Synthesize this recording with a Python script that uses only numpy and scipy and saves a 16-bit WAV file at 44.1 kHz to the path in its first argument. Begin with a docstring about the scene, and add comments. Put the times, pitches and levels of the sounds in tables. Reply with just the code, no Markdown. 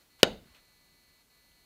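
"""A rawhide mallet strikes a steel stamp once, on leather over a stone slab. Mallet, stamp and slab ring as
damped modes with a short crack; a softer, duller knock follows shortly after. The small workshop rings on
briefly, longest in the bass; sleeve and leather rustle faintly. The building rumbles. A small recorder close by
clips the blow, hisses and whines thinly."""
import sys
import numpy as np
from scipy import signal
from scipy.fft import rfft, irfft, next_fast_len
from scipy.io import wavfile
from scipy.ndimage import uniform_filter1d, map_coordinates

SR = 44100
rng = np.random.default_rng(int(sys.argv[2]) if len(sys.argv) > 2 else 0)


def unload_audio(sound):
    """Save the sound as a 16-bit wav file, at the path given as the first command line argument."""
    columns = np.transpose(np.atleast_2d(sound))
    # keep every value between -1 and 1, then stretch to whole-number steps
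    steps = np.round(np.clip(columns, -1, 1) * 32767)
    wavfile.write(sys.argv[1], SR, steps.astype(np.int16))


N = 72765
TIME_S = np.arange(N) / SR

# blow, then a softer, duller knock: start_s, gain_db
IMPACTS = [(0.231, 3.5), (0.2775, -24.5)]
# mallet head, stamp and slab: pitch_hz, level_db, t60_s
MODES = [(130, -21.5, .03), (201, -16, .025), (345, -6.5, 0.01218), (465.1, -1.5, 0.014),
         (953, -16.5, 0.014), (1455, -16, .025), (1850, -18, 0.025), (2607, -2, .006), (2930, -0.5, 0.01),
         (3600, -7.5, .014), (3800, -22.5, .04), (4810, 2.5, .005), (5160, 0, .004), (6140, -11, .007),
         (7200, -16, .006), (9600, -3, .004), (11700, -2.5, .004)]
# reflections off bench and near walls: freq_hz, density_db
EARLY_SPECTRUM = [(40, -15.5), (200, -5.5), (450, -0.5), (700, -2.5), (1080, -15), (1460, -10),
                  (1900, -15.5), (2990, -11.5), (3740, -9.5), (4700, -14), (5560, -25), (6460, -19),
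                  (10900, -29.5), (15000, -40.5)]
# their decay: freq_hz, t60_s
EARLY_DECAY = [(60, 0.04), (400, .06), (2000, 0.08), (5000, .05), (12000, .035)]
# room reverb, coloured by the modes: freq_hz, density_db
ROOM_SPECTRUM = [(15, -41.5), (25, -9), (100, -13), (180, -4), (260, -1.5), (340, -9.5), (475, -0.5),
                 (660, -4), (800, -10), (1140, -23.5), (1470, -15.5), (1800, -28), (2050, -21.5),
                 (2500, -27.5), (2950, -17), (3300, -28), (3750, -16.5), (4100, -25), (4600, -21.5),
                 (5200, -33), (5800, -39.5), (6400, -27), (7300, -36.5), (12000, -51), (16000, -79.5)]
# its decay: freq_hz, t60_s
ROOM_DECAY = [(30, 0.53), (100, .33), (250, 0.33), (500, 0.28), (1000, 0.26), (3000, 0.36), (7000, .25)]
# the room's low reverb: freq_hz, density_db
LOW_REVERB_SPECTRUM = [(12, -30), (28, 0), (60, -4.5), (120, -5.5), (350, -11), (700, -41.5)]
# its decay: freq_hz, t60_s
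LOW_REVERB_DECAY = [(30, .8), (400, .7)]
# sleeve and leather: peak_s, rise_s, fall_s, level_db, centre_hz, width_oct
RUSTLE_PUFFS = [(0.005, 0.0092, 0.09, -70.5, 685, 2.3), (0.196, 0.0057, 0.024, -59.5, 880, 2),
                (0.207, .003, .004, -61, 3094, 0.2), (0.207, .01, .015, -67, 2491, 0.67),
                (0.45, 0.061, 0.21, -70.5, 870, 1.67), (0.555, 0.016, .025, -65, 2820, 0.46),
                (0.559, 0.019, 0.027, -65.5, 880, 1.75), (0.59, 0.018, .015, -67.5, 2000, 1.06),
                (1.518, 0.00059, .002, -57.5, 2898, 0.18)]
# whine overtones: harmonic_number
WHINE_HARMONICS = [7, 9, 11, 13, 15, 17, 19, 20, 21, 22, 23, 28, 29, 30, 31, 32, 33, 34, 35, 44, 46, 47, 48,
                   80, 81, 95, 96, 97]
# whine level per overtone: rms_db
WHINE_LEVELS_DB = [-90, -89, -89.5, -84.5, -76.5, -80, -88, -93, -89, -91.5, -90, -85, -85.5, -81, -85, -74,
                   -78.5, -84, -87, -95.5, -92, -93.5, -91.5, -92, -93, -90.5, -86, -89.5]
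# dips in the whine: start_s, end_s
WHINE_DIPS = [(0.03, 0.102), (0.388, 0.46), (1.228, 1.30)]
# noise that comes with the whine: freq_hz, density_db
BUZZ_SPECTRUM = [(300, -7), (2000, 1), (4500, -2), (8000, -6), (15000, -7)]
# recorder hiss: freq_hz, density_db
HISS_SPECTRUM = [(100, -5.5), (300, -2), (700, -6.5), (1500, -9.5), (3000, -10), (8000, -12), (15600, -12)]
# building rumble: freq_hz, density_db
RUMBLE_SPECTRUM = [(12, -31), (20, -5), (49, -2), (87, -11), (168, -11), (400, -25), (900, -51.5)]


def strike(start_s, rise_s=.0003, slab_lag_s=.0003, slab_top_hz=800):
    """One impact: a crack plus damped modes of mallet head, stamp and slab."""
    x = crack(start_s)
    for pitch_hz, level_db, t60_s in MODES:
        is_slab = pitch_hz < slab_top_hz  # slab modes start late, swinging down first
        age_s = since(start_s + is_slab * slab_lag_s)
        envelope = amp(level_db - 60 * age_s / t60_s) * (1 - np.exp(-age_s / rise_s)) ** 2
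        x = x + (-1) ** is_slab * envelope * np.sin(2 * np.pi * pitch_hz * age_s)
    return x


def crack(start_s, gain_db=-1.5, rise_s=.0004, t60_s=.004, top_hz=12900):
    """Contact noise: a short low-passed burst."""
    envelope = amp(gain_db - 60 * since(start_s) / t60_s) * onset(start_s, rise_s)
    return filtered(envelope * rng.standard_normal(N), lambda hz: 1 / (1 + (hz / top_hz) ** 8))


def mallet(dull_hz=900, low_cut_hz=150):
    """Hard blow, then a softer, duller knock."""
    (blow_s, blow_db), (second_s, second_db) = IMPACTS
    blow = amp(blow_db) * strike(blow_s)
    second = amp(second_db) * filtered(strike(second_s), lambda hz: 1 / (1 + 1j * hz / dull_hz) ** 2)
    return filtered(blow + second, lambda hz: highpass(hz, low_cut_hz) ** 2)


def workshop():
    """Fast reflections off near surfaces, then the room's reverb."""
    early = tail(EARLY_SPECTRUM, EARLY_DECAY, gain_db=-16.5, rise_s=.006)
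    return early + tail(ROOM_SPECTRUM, ROOM_DECAY, gain_db=-25.5, rise_s=.02)


def low_reverb():
    """The room's low reverb, lingering after the blow."""
    return tail(LOW_REVERB_SPECTRUM, LOW_REVERB_DECAY, gain_db=-45.5, rise_s=.03)


def rustles(rough_db=1.5):
    """Sleeve and leather: short, rough puffs of band noise."""
    x = 0
    for peak_s, rise_s, fall_s, level_db, centre_hz, width_oct in RUSTLE_PUFFS:
        white = rng.standard_normal(N)
        band = filtered(white, lambda hz: np.exp(-.5 * (np.log2((hz + 1) / centre_hz) / width_oct) ** 2))
        slope_s = np.where(TIME_S < peak_s, rise_s, fall_s)
        envelope = np.exp(-((TIME_S - peak_s) / slope_s) ** 2)
        x = x + amp(level_db + rough_db * wobble(rate_hz=400)) * envelope * unit_rms(band)
    return x


def whine(base_hz=400 / 3, buzz_db=-77, dip_db=-9.5):
    """Steady electrical overtones and buzz, dipping together three times."""
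    tones = sum(amp(rms_db) * np.sqrt(2) * np.sin(2 * np.pi * (k * base_hz * TIME_S + rng.random()))
                for k, rms_db in zip(WHINE_HARMONICS, WHINE_LEVELS_DB))
    in_dip = sum(1. * (TIME_S > start_s) * (TIME_S < end_s) for start_s, end_s in WHINE_DIPS)
    gain = amp(dip_db * uniform_filter1d(in_dip, size=200))
    return gain * (tones + amp(buzz_db) * noise(BUZZ_SPECTRUM))


def noise_floor(hiss_db=-68.5, rumble_db=-74, swing_db=1.5, low_hz=12, top_hz=15600):
    """Recorder hiss and whine over the building's wavering rumble."""
    rumble = amp(rumble_db + swing_db * wobble(rate_hz=6)) * noise(RUMBLE_SPECTRUM)
    hiss = amp(hiss_db) * noise(HISS_SPECTRUM)
    return filtered(hiss + whine() + rumble, lambda hz: (hz > low_hz) * (hz < top_hz))


def tail(spectrum, decay, gain_db, rise_s):
    """Diffuse noise after the blow; each band decays at its own rate."""
    blow_s = IMPACTS[0][0]
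    hz, frame_s, bands = signal.stft(noise(spectrum), SR, nperseg=256, noverlap=224)
    decay_db = -60 * np.maximum(frame_s - blow_s, 0) / log_interp(decay, hz)[:, None]
    _, x = signal.istft(bands * amp(decay_db), SR, nperseg=256, noverlap=224)
    return amp(gain_db) * x[:N] * onset(blow_s, rise_s)


def noise(spectrum):
    """Coloured noise, rms 1."""
    return unit_rms(filtered(rng.standard_normal(N), lambda hz: amp(log_interp(spectrum, hz))))


def wobble(rate_hz):
    """Smooth random curve, rate_hz knots a second."""
    knots = rng.standard_normal(int(N * rate_hz / SR) + 4)
    return map_coordinates(knots, [TIME_S * rate_hz])


def filtered(x, response):
    """Zero-padded FFT filter with gain response(hz)."""
    size = next_fast_len(N + SR // 2)
    return irfft(rfft(x, size) * response(np.fft.rfftfreq(size, 1 / SR)), size)[..., :N]


def highpass(hz, corner_hz):
    return 1j * hz / (corner_hz + 1j * hz)


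def log_interp(points, hz):
    freq_hz, values = np.transpose(points)
    return np.interp(np.log(hz + 1), np.log(freq_hz + 1), values)


def onset(start_s, rise_s):
    return 1 - np.exp(-(since(start_s) / rise_s) ** 2)


def since(start_s):
    return np.maximum(TIME_S - start_s, 0)


def amp(db):
    return 10 ** (np.asarray(db) / 20)


def unit_rms(x):
    return x / np.sqrt(np.mean(x ** 2) + 1e-20)


def scene():
    """Mono mix of all sources."""
    room = workshop()
    return (mallet() + room + low_reverb() + rustles() + noise_floor())[None]


def record(dry, hardness=8, low_cut_hz=25.2, top_hz=16460, edge_hz=600):
    """Recorder: clips at full scale, thins the deepest bass, limits the band."""
    clipped = dry / (1 + np.abs(dry) ** hardness) ** (1 / hardness)
    return filtered(
        clipped, lambda hz: highpass(hz, low_cut_hz) * np.clip((top_hz - hz) / edge_hz + .5, 0, 1) ** 2)


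dry = scene()
out = record(dry)
unload_audio(out)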